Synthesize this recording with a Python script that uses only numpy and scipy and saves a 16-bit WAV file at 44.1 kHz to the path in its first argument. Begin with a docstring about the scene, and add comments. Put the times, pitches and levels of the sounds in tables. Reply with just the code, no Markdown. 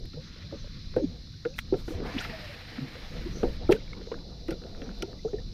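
"""Wavelets on a kayak, angler casting

Close by, small waves slap a plastic hull: each traps an air pocket that rings and climbs, and knocks the hull.
Wind rumbles on the microphone and a far chorus of insects sings on the shore, as noise shaped in pitch and level.
An angler presses the reel's clutch (noise bursts through resonances), whips the rod (an upward sweep of noise),
lets the spool run and cranks (whirr, hiss and hum). One microphone port rings near the top of the band.
"""
import sys
import numpy as np
from scipy import signal
from scipy.fft import rfft, irfft, next_fast_len
from scipy.io import wavfile
from scipy.ndimage import uniform_filter1d, map_coordinates

SR = 44100
rng = np.random.default_rng(int(sys.argv[2]) if len(sys.argv) > 2 else 0)


def to_wav(sig):
    """Store sig (one row per channel, or 1-D mono) as 16-bit WAV at the path in sys.argv[1].

    Samples outside -1..1 are clipped; the rate is SR.
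    """
    pcm = np.clip(np.atleast_2d(sig), -1, 1) * 32767
    pcm = np.round(pcm).astype(np.int16)
    wavfile.write(sys.argv[1], SR, pcm.T)  # frames by channels


N = 243873  # samples

# Wind at the microphone: [t/s, slow heave level/dB, flutter level/dB]
WIND_LEVELS = [(0.0, -37.5, -46), (0.31, -49, -46.5), (1.02, -39, -44.5), (1.45, -52, -49),
               (1.51, -42.5, -44.5), (2.05, -41.5, -44), (2.22, -40, -42), (2.54, -55, -50.5),
               (2.6, -47, -49.5), (2.88, -53, -47), (3.11, -37, -48), (3.26, -39.5, -40.5),
               (3.48, -34.5, -40.5), (4.11, -44.5, -48.5), (4.68, -42, -45.5), (5.05, -45, -49),
               (5.5, -35.5, -43.5), (5.53, -60, -44)]
# Spectrum of the slow heave: [f/Hz, relative level/dB per Hz]
HEAVE_SPECTRUM = [(8, -25), (18, 1), (32, -1), (55, -2), (90, -30)]
# Spectrum of the flutter: [f/Hz, relative level/dB]
FLUTTER_SPECTRUM = [(35, -26.5), (60, -1.5), (85, 4.5), (110, -0.5), (155, -0.5), (200, -5.5), (270, -11.5),
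                    (400, -21.5)]

# Spectrum of the far insect chorus: [f/Hz, relative level/dB]
CHORUS_SPECTRUM = [(1710, -65), (2900, -12.5), (2980, -11.5), (3280, -27), (3410, -9), (3540, -2.5),
                   (3790, -5.5), (3970, 4), (4570, -3.5), (4850, -1.5), (5850, -9.5), (6400, -20),
                   (8320, -41.5), (14100, -120)]
# Spectrum of the upper insects: [f/Hz, relative level/dB]
UPPER_SPECTRUM = [(5000, -19), (5700, -5.5), (6300, -10.5), (6800, -18.5), (7400, -31.5), (8500, -41.5)]
# Swells of the upper insects, about three a second: [crest t/s, level/dB]
UPPER_SWELLS = [(.28, -66), (.61, -66.5), (1.04, -68), (1.52, -68), (1.9, -61.5), (2.2, -61), (2.6, -79),
                (3.13, -63), (3.4, -58.5), (3.8, -70), (4.1, -67), (4.52, -80), (4.83, -66), (5.27, -64)]
CHORUS_DB, CHORUS_DRIFT_DB, UPPER_REST_DB, SWELL_HALF_S = -54, 0.76, -94.5, 0.084

# Rod tip cutting the air: [t/s, band centre f/Hz, level/dB, band width as a share of the centre]
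TIP_SWEEP = [(2.165, 2200, -68, .4), (2.183, 2500, -33.5, 0.25), (2.192, 3030, -35.5, 0.44),
             (2.201, 5130, -45, 0.2), (2.212, 6900, -54, .2), (2.225, 10400, -67.5, 0.33),
             (2.25, 12500, -75, .3), (2.29, 11000, -79, 0.32)]
# Spectrum of the air pushed by the whole rod: [f/Hz, relative level/dB per Hz]
SWING_SPECTRUM = [(300, -25), (600, -9), (1100, 4), (1800, 0), (2800, -18), (4500, -30)]
SWING_S, SWING_HALF_S, SWING_DB = 2.103, 0.087, -46.5

# Reel clicks: [t/s, level/dB, treble level/dB re level, puff t60/s, frame tilt/dB per octave,
# side plate tilt/dB per octave]
REEL_CLICKS = [(0.0564, -47, -7.5, 0.013, -9, 3), (0.963, -42.5, -15, 0.016, 5, 0),
               (1.563, -48.5, -11, .011, -4, -1), (1.5837, -29.5, -20, 0.014, -4, -2),
               (1.5888, -20.5, -14, 0.023, 6, 15), (2.7026, -44, -22, .012, 17, -1.5),
               (3.4341, -24.5, -26, 0.0044, -30, -6), (3.6996, -32, -30, 0.013, -28, -3),
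               (3.7124, -28, -15, 0.012, 10, 2), (3.7156, -48, -10, 0.022, 27, -4),
               (3.7187, -23.5, -21, 0.025, 14, 8), (3.7244, -16.5, -22.5, 0.026, 3, -8),
               (3.7274, -35, -23, 0.083, -34, 3), (3.7636, -38.5, -20, .014, 15, 6),
               (4.483, -39, -13, 0.01, 1, 6), (4.5075, -31, -16, 0.029, 10, -9),
               (4.9874, -53, -6, .0066, -5, -4), (5.0233, -24, -16.5, 0.027, 13, -20)]
# Resonances of the reel frame: [f/Hz, width/Hz, level/dB]
FRAME_MODES = [(1323, 570, -11), (2134, 2000, 3), (3020, 2450, -1), (5730, 610, -14)]
# Resonances of the reel side plates: [f/Hz, width/Hz, level/dB]
PLATE_MODES = [(7950, 560, -26), (9130, 1700, 9.5), (12840, 1400, 0), (15140, 1600, 0)]
# Line moving through reel and guides: [t/s, level/dB]
LINE_LEVELS = [(0, -70.5), (.15, -64), (.3, -56), (.6, -57), (1.3, -65.5), (1.7, -62), (2.03, -57),
               (2.07, -47.5), (2.18, -43), (2.24, -42), (2.3, -44.5), (2.55, -51), (2.77, -47.5),
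               (2.95, -51), (3.2, -51), (3.4, -53), (3.54, -53), (3.6, -57.5), (4, -60.5), (4.24, -67),
               (4.56, -68), (4.85, -61.5), (5.3, -67.5), (5.53, -66)]
# Spectrum of fast line, a whirr: [f/Hz, relative level/dB]
WHIRR_SPECTRUM = [(470, -6), (700, 2.5), (1040, -2.5), (1520, 0), (1800, 5), (2240, 3.5), (3530, -3.5),
                  (4140, -4), (5380, -6.5), (6000, -23.5), (7800, -50), (13200, -120)]
# Spectrum of slow line, a rustle: [f/Hz, relative level/dB]
SLOW_LINE_SPECTRUM = [(600, -27), (950, -9), (1100, -4.5), (1240, -3), (1500, -3), (1940, -1), (2450, -1.5),
                      (2900, -6), (3400, -1), (4400, -7)]
# Spectrum of the fine treble hiss: [f/Hz, relative level/dB]
FINE_SPECTRUM = [(4000, -29.5), (6500, 8), (8000, 0.5), (9400, 4.5), (11300, -0.5), (12500, -2.5),
                 (14000, -5), (16000, -10)]
# Swells of hiss and rustle, mostly brief, some around reel clicks:
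# [crest t/s, half length/s, body level/dB, fine hiss level/dB]
HISS_AND_RUSTLE_SWELLS = [(1.589, .02, -78, -59.5), (1.794, .03, -64, -68), (1.909, 0.045, -61, -63.5),
                          (2.225, 0.056, -71, -69.5), (2.44, 0.11, -57.5, -80), (3.728, 0.03, -52.5, -63),
                          (4.512, 0.025, -53.5, -72), (4.9, 0.33, -76.5, -90)]
# Hum of the free spool as it slows: [t/s, f/Hz, level/dB]
SPOOL_HUM = [(2.24, 740, -77), (2.29, 678, -51), (2.38, 616, -49.5), (2.45, 598, -55.5), (2.52, 556, -51),
             (2.6, 560, -72.5)]
SPOOL_FREE_S, SPOOL_STOP_S, SPIN_UP_S, BRAKE_S = 2.05, 3.565, 0.02, 0.015  # the free run
# fine hiss while running, its early fade and that fade's length, then the hiss at rest
SPIN_HISS_DB, SPIN_FADE_DB_PER_S, FADE_S, REST_HISS_DB = -69, 12.5, 0.42, -80

# Wave slaps: [t/s, air pocket level/dB, pocket f/Hz, pocket t60/s, hull knock level/dB re pocket,
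# splash level/dB re pocket]
WAVE_SLAPS = [(.047, -46, 309, 0.089, -19, -11), (.139, -38.5, 273, 0.079, -5.5, -15),
              (.172, -34.5, 475, .11, -33, -33), (.431, -52, 545, .18, -15, -9),
              (.525, -31, 535, .08, -1, -29), (.643, -43.5, 556, .054, -24, -10),
              (.939, -48.5, 502, .16, -3, 5), (.965, -18, 490.5, 0.12, -2, -23.5),
              (.981, -25.5, 479, 0.098, -5.5, -18.5), (1.452, -25, 456, .16, -2.5, -7.5),
              (1.725, -16.5, 366, 0.094, -4.5, -48), (1.739, -25.5, 417, 0.12, 2.5, -15.5),
              (1.88, -32.5, 298, 0.056, 4, -5), (1.905, -24.5, 307, 0.055, -29, -20),
              (2.001, -32.5, 388, 0.096, -2.5, -10.5), (2.953, -33.5, 397, 0.054, -11.3, -8),
              (3.432, -14.5, 418, 0.065, -2.5, -43), (3.443, -22, 468.5, .16, -1, -19),
              (3.693, -5.5, 351, 0.068, -7.5, -49), (3.711, -15.5, 394, 0.15, -19, -25),
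              (4.117, -28, 439, 0.13, -5, -11), (4.486, -23, 320, 0.09, -7, -14),
              (4.514, -31, 484, 0.1, 4, -17), (4.818, -29.5, 264, 0.073, -10.5, -11.5),
              (5.026, -27.5, 360.3, 0.17, 2, -14), (5.249, -26.5, 429, 0.22, -0.5, -42),
              (5.332, -28, 398, 0.14, -2, -22)]
# Dull gulps under the hull: [crest t/s, level/dB, f/Hz, half length/s]
HULL_GULPS = [(.185, -36, 151, 0.019), (1.009, -33.5, 400, 0.043), (1.029, -23.5, 320, 0.0065),
              (1.045, -18, 274, 0.0069), (1.07, -32.5, 173, 0.026), (1.095, -34, 90.6, 0.027),
              (1.121, -46.5, 239, 0.027), (1.962, -29.5, 84.5, 0.017), (2.154, -31.5, 289, 0.01),
              (2.167, -21.5, 245, 0.004), (2.791, -26, 243, 0.006), (2.829, -30, 140, .02),
              (2.835, -34, 262.4, 0.02), (3.27, -29, 347, 0.0095), (3.493, -32, 51, 0.019),
              (3.737, -22, 187, 0.0036), (4.537, -55, 400, 0.0038), (5.037, -33, 374, 0.0031)]
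# Small bubbles and drips, and nearly steady hull rings (rise .3) that mostly come with slaps:
# [t/s, level/dB, starting f/Hz, pitch rise/share of the start per s]
DRIPS_AND_HULL_RINGS = [(.135, -43, 1300, 6.5), (.964, -32, 1525, 1.2), (1.34, -47, 1520, .3),
                        (1.452, -27, 1427, .3), (1.543, -38, 2540, 5), (1.739, -33, 1340, .3),
                        (2.211, -26.5, 1430, 1.5), (2.251, -28.5, 1330, 1.3), (2.546, -32, 2500, 3.8),
                        (3.431, -26, 1356, .3), (3.678, -38, 2270, 6.1), (3.692, -26.5, 1330, .3),
                        (3.696, -27, 690, 25), (3.766, -33.5, 1490, 3.6), (3.804, -40, 2080, 5),
                        (3.879, -38, 2250, 5), (3.932, -29, 2140, 5.1), (4.117, -34, 866, 29),
                        (4.143, -37, 1545, 7.7), (4.512, -33, 1455, .3), (4.526, -36, 1390, .3),
                        (5.026, -27.5, 1393, .3), (5.193, -43, 2000, 5), (5.281, -43, 1200, 23),
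                        (5.386, -39, 1805, .3)]
# Small dry ticks of water on the hull: [t/s, level/dB, tilt/dB per octave]
WATER_TICKS = [(0.134, -46, 11), (.36, -46, -6), (.431, -61, -3), (0.511, -51, -3), (.644, -45, -6),
               (.673, -47, -19), (1.272, -55, -1), (2.782, -37.5, -3), (2.954, -50, 0), (3.879, -49, -3),
               (3.933, -38, 7), (4.014, -37, -23), (4.072, -34, -25), (4.142, -36, 0), (4.188, -46.5, 7),
               (4.619, -43, -9), (4.638, -41.5, 6), (4.666, -48, -6), (4.715, -44, -12), (4.749, -45, -5),
               (4.818, -38, 10), (4.86, -49, -3), (4.892, -37, -2), (4.913, -43, -8), (4.978, -48, 3),
               (5.13, -40.5, -16)]
# Ripples murmuring on the hull: [t/s, level/dB]
LAP_LEVELS = [(0.0, -55), (0.15, -66.5), (0.54, -51.5), (0.69, -64.5), (0.91, -65), (1.06, -52.5),
              (1.48, -67), (1.8, -48), (1.92, -48.5), (2.09, -42), (2.26, -46.5), (2.51, -55), (2.74, -54),
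              (3.45, -43), (3.65, -44.5), (4.45, -48.5), (4.79, -43), (5.53, -55)]
# Spectrum of that murmur: [f/Hz, relative level/dB]
LAP_SPECTRUM = [(110, -36), (180, -1.5), (260, -6.5), (340, -8.5), (430, -10), (495, -5), (560, -14.5),
                (700, -15.5), (800, -21), (1100, -31.5), (1500, -29)]
# Resonances of the plastic hull: [f/Hz, width/Hz, level/dB]
HULL_MODES = [(142.7, 35, -6.5), (264.4, 32.4, -9.5), (331.6, 27.5, -2.5), (465.7, 80, 2.5), (575, 88, -4),
              (727, 37, -15), (914, 92, -16), (1255, 630, 5.5)]
POCKET_RISE = 2.79  # share of the starting pitch per s
WASH_DB = -10  # wash, relative to the air pocket
RING_CYCLES = 48  # cycles until a drip or hull ring has fallen by 60 dB

# Right microphone port, the frequency where it takes over, and the top of the band
PORT_HZ, PORT_WIDTH_HZ, PORT_DB, SPLIT_HZ, TOP_HZ = 12670, 1800, 14.5, 11930, 15800


def amp(db):
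    """Decibels to amplitude."""
    return 10 ** (np.asarray(db) / 20)


def unit(x):
    """Scale to an rms of 1."""
    return x / np.sqrt(np.mean(x ** 2) + 1e-20)


def curves(rows):
    """One value per sample for each column after the time."""
    s, *columns = np.transpose(rows)
    return [np.interp(np.arange(N) / SR, s, column) for column in columns]


def wobble(rate):
    """A smooth random curve, rate knots a second."""
    knots = rng.standard_normal(int(N * rate / SR) + 4)
    return map_coordinates(knots, [np.arange(N) * rate / SR])


def swell(s, half, db):
    """A bell-shaped rise and fall of level around time s."""
    return amp(db) * np.exp(-((np.arange(N) / SR - s) / half) ** 2)


def filtered(x, response):
    """x times a complex response of frequency."""
    m = next_fast_len(x.shape[-1] + 8192)
    spectrum = rfft(x, m) * response(np.fft.rfftfreq(m, 1 / SR))
    return irfft(spectrum, m)[..., :x.shape[-1]]


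def body(modes):
    """Causal response of a set of resonances, added with alternating sign."""
    def mode(f, k, centre, width, db):
        damping = 1j * f * width
        return (-1) ** k * amp(db) * damping / (centre * centre - f * f + damping)
    return lambda f: sum(mode(f, k, *row) for k, row in enumerate(modes))


def rush(spectrum, patchy_db):
    """Coloured noise of rms 1 with patches of random gain."""
    z = signal.stft(rng.standard_normal(N), nperseg=512)[2]
    field = uniform_filter1d(rng.standard_normal(z.shape), size=5, axis=0)  # across frequency
    field = uniform_filter1d(field, size=10, axis=1)  # along time
    noise = signal.istft(z * amp(patchy_db * unit(field)), nperseg=512)[1][:N]
    hz, db = np.transpose(spectrum)
    return unit(filtered(noise, lambda f: amp(np.interp(np.log(f + 1), np.log(hz), db, -120, -120))))


def add(out, s, sound):
    """Mix a sound in from time s."""
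    out[round(s * SR):][:len(sound)] += sound


def burst(modes, t60, attack, top_hz, tilt_db=0):
    """A dying puff of noise through resonances, peak 1; every blow stirs the modes at new strengths."""
    t = np.arange(SR // 4) / SR
    puff = amp(-60 * t / t60) * (1 - np.exp(-t / attack)) * rng.standard_normal(len(t))
    # the tilt pivots at 2200 Hz
    stirred = body([(c, w, db + rng.normal(0, 2.3) + tilt_db * np.log2(c / 2200)) for c, w, db in modes])
    ring = filtered(puff, lambda f: stirred(f) / (1 + 1j * f / top_hz) ** 3)  # a soft contact holds no treble
    return ring / np.abs(ring).max()


def wind():
    """Turbulence heaves slowly and flutters in lumps on the microphone."""
    heave_db, flutter_db = curves(WIND_LEVELS)
    heave = unit(amp(1.0 * wobble(6)) * rush(HEAVE_SPECTRUM, patchy_db=1.2))
    flutter = unit(amp(0.93 * wobble(12)) * rush(FLUTTER_SPECTRUM, patchy_db=-0.5))
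    return amp(heave_db) * heave + amp(flutter_db) * flutter


def insects():
    """A far, smooth chorus of shaped noise; the upper singers swell on their own."""
    chorus_level = amp(CHORUS_DB + CHORUS_DRIFT_DB * wobble(6.18) + 0.3 * wobble(40))
    chorus = chorus_level * rush(CHORUS_SPECTRUM, patchy_db=-0.03)
    upper_level = amp(UPPER_REST_DB) + sum(swell(s, SWELL_HALF_S, db) for s, db in UPPER_SWELLS)
    return chorus + upper_level * rush(UPPER_SPECTRUM, patchy_db=4.0)


def rod_swing():
    """The whole rod pushes air before the tip cracks forward: one swell of noise."""
    return swell(SWING_S, SWING_HALF_S, SWING_DB) * rush(SWING_SPECTRUM, patchy_db=3.5)


def rod_tip():
    """The tip speeds up, so its swish is a ragged band of noise sweeping upward."""
    f, t, z = signal.stft(rng.standard_normal(N), SR, nperseg=256)
    s, hz, db, width = np.transpose(TIP_SWEEP)
    distance = np.log((f[:, None] + 1) / np.interp(t, s, hz))
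    band = np.exp(-(distance / np.interp(t, s, width)) ** 2)
    band /= np.sqrt(np.mean(band ** 2, axis=0))
    level = amp(np.interp(t, s, db, -200, -200))
    swish = signal.istft(z * band * level, SR, nperseg=256)[1][:N]
    return swish * amp(2.5 * wobble(150))


def reel_clicks():
    """Clutch and gears strike frame and side plates; each port hears its own fine treble."""
    out = np.zeros((2, N + SR))
    for s, db, treble_db, t60, frame_tilt, plate_tilt in REEL_CLICKS:
        low = amp(db) * burst(FRAME_MODES, t60, attack=0.00014, top_hz=6540, tilt_db=frame_tilt)
        high, other = (amp(db + treble_db) * burst(PLATE_MODES, t60, attack=0.00031, top_hz=30000,
                                                   tilt_db=plate_tilt) for _ in range(2))
        add(out[0], s - .0008, low + high)
        add(out[1], s - .0008, low + 1.2 * high + .6 * other)
    return out[:, :N]


def spool_hum():
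    """The free spool hums at a wavering pitch that falls as it slows."""
    hum_hz, hum_db = curves(SPOOL_HUM)
    phase = 2 * np.pi * np.cumsum(hum_hz * (1 + 0.031 * wobble(50))) / SR
    audible = hum_db > -69  # silent outside the run
    return amp(hum_db + 7.4 * wobble(42)) * audible * np.sin(phase)


def line_and_spool():
    """Line whirrs or rustles through reel and guides, under a fine hiss that differs at each port."""
    line_db, = curves(LINE_LEVELS)
    t = np.arange(N) / SR
    started = 1 + np.tanh((t - SPOOL_FREE_S) / SPIN_UP_S)
    unbraked = 1 + np.tanh((SPOOL_STOP_S - t) / BRAKE_S)
    fade_db = SPIN_FADE_DB_PER_S * np.clip(t - SPOOL_FREE_S, 0, FADE_S)
    spin = started * unbraked / 4 * amp(SPIN_HISS_DB - fade_db)
    loud = amp(line_db) + sum(swell(s, half, db) for s, half, db, _ in HISS_AND_RUSTLE_SWELLS)
    hiss = amp(REST_HISS_DB) + spin + sum(swell(s, half, db) for s, half, _, db in HISS_AND_RUSTLE_SWELLS)
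    rattle_db = 1.37 * wobble(60)  # the spool shakes in its bearings
    # only fast line whirrs; slow line just rustles
    fast = np.clip((20 * np.log10(loud) + 57) / 9, 0, 1)
    whirr = np.sqrt(fast) * rush(WHIRR_SPECTRUM, patchy_db=0.9)
    rustle = np.sqrt(1 - fast) * rush(SLOW_LINE_SPECTRUM, patchy_db=2.0)
    fine = np.array([rush(FINE_SPECTRUM, patchy_db=1.2) for _ in range(2)])
    return loud * amp(rattle_db) * (whirr + rustle) + hiss * amp(0.35 * rattle_db) * fine


def rising_ring(hz, t60, rise, attack, rough_db=0):
    """A dying tone climbs, as an air pocket does when it nears the surface; its level shakes unevenly."""
    t = np.arange(SR // 4) / SR
    shake = map_coordinates(rng.standard_normal(24), [t * 70])
    level = amp(-60 * t / t60 + rough_db * shake) * (1 - np.exp(-t / attack))
    return level * np.sin(2 * np.pi * hz * (t + rise * t * t / 2))


def knock():
    """A sudden soft push rings the hull modes, peak 1."""
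    t = np.arange(SR // 4) / SR
    ring = sum(amp(db + 2 * rng.standard_normal()) * np.exp(-np.pi * w * t) * np.sin(2 * np.pi * c * t)
               for c, w, db in HULL_MODES[:7])
    ring *= 1 - np.exp(-(t / 0.0027) ** 2)
    return ring / np.abs(ring).max()


def slaps(out):
    """Each wave traps a ringing air pocket, knocks the hull, and leaves a noisy wash and splash."""
    splash_modes = HULL_MODES[5:] + FRAME_MODES[1:2]
    for s, db, hz, t60, knock_db, splash_db in WAVE_SLAPS:
        pocket = rising_ring(hz, t60, POCKET_RISE, attack=0.0017, rough_db=4.0)
        wash = burst(HULL_MODES[3:7], t60=0.13, attack=0.0012, top_hz=1180)
        splash = burst(splash_modes, t60=0.04, attack=0.0005, top_hz=3000)
        add(out, s - .0003, amp(db) * pocket)
        add(out, s - .0003, amp(db + knock_db) * knock())
        add(out, s, amp(db + WASH_DB) * wash)
        add(out, s - .0006, amp(db + splash_db) * splash)


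def gulps(out):
    """Dull tones under the hull swell and fade symmetrically."""
    for s, db, hz, half in HULL_GULPS:
        t = np.arange(-3 * half, 3 * half, 1 / SR)
        tone = np.cos(2 * np.pi * hz * t + 2 * np.pi * rng.random())
        add(out, s - 3 * half, amp(db) * np.exp(-(t / half) ** 2) * tone)


def drips_and_hull_rings(out):
    """Drips rise in pitch; hull rings hold almost steady."""
    for s, db, hz, rise in DRIPS_AND_HULL_RINGS:
        ring = rising_ring(hz, RING_CYCLES / hz, rise, attack=0.0025, rough_db=1.8)
        add(out, s - .002, amp(db) * ring)


def ticks(out):
    """Small dry ticks of water on the hull are short noise bursts through resonances."""
    tick_modes = HULL_MODES[3:] + FRAME_MODES[1:3]
    for s, db, tilt_db in WATER_TICKS:
        tick = burst(tick_modes, t60=0.01, attack=0.00039, top_hz=3460, tilt_db=tilt_db)
        add(out, s - .0006, amp(db) * tick)


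def ripples(out):
    """Faint rising rings at random times, mostly small, over a lumpy murmur against the hull."""
    lap_db, = curves(LAP_LEVELS)
    for place, pitch, size in rng.random((90, 3)):
        i = int(place * (N - 1))
        level_db = lap_db[i] - 8 - 2.1 * np.log(size)
        add(out, i / SR, amp(level_db) * rising_ring(330 * 2.2 ** pitch, 0.057, rise=3.7, attack=0.004))
    lumps = amp(2.4 * wobble(22))
    out[:N] += amp(lap_db) * lumps * rush(LAP_SPECTRUM, patchy_db=4.5)


def waves():
    """Ripples, drips, hull rings, ticks, gulps and slaps of water against the hull."""
    out = np.zeros(N + SR)
    ripples(out)
    drips_and_hull_rings(out)
    ticks(out)
    gulps(out)
    slaps(out)
    return out[:N]


def scene():
    """Sum the sources at the two microphone ports; only the reel differs between them."""
    reel = reel_clicks() + spool_hum() + line_and_spool()
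    return wind() + insects() + rod_swing() + rod_tip() + reel + waves()


def record(dry):
    """Below the split both sides carry mostly the left port; above it the right port comes in with its ring."""
    def top(f):
        return 1 / (1 + np.exp((SPLIT_HZ - f) / 120))

    def leak(f):  # some right port already below the split
        return (1 - top(f)) * 0.29 / (1 + np.exp((6800 - f) / 900))

    def ring(f):
        return amp(PORT_DB) * PORT_HZ * PORT_WIDTH_HZ / (PORT_HZ ** 2 - f * f + 1j * f * PORT_WIDTH_HZ)

    from_left = filtered(dry[0], lambda f: 1 - top(f) - leak(f))
    from_right = filtered(dry[1], lambda f: top(f) * ring(f) + leak(f))
    return filtered(np.array([dry[0], from_left + from_right]), lambda f: f < TOP_HZ)


dry = scene()
out = record(dry)
to_wav(out)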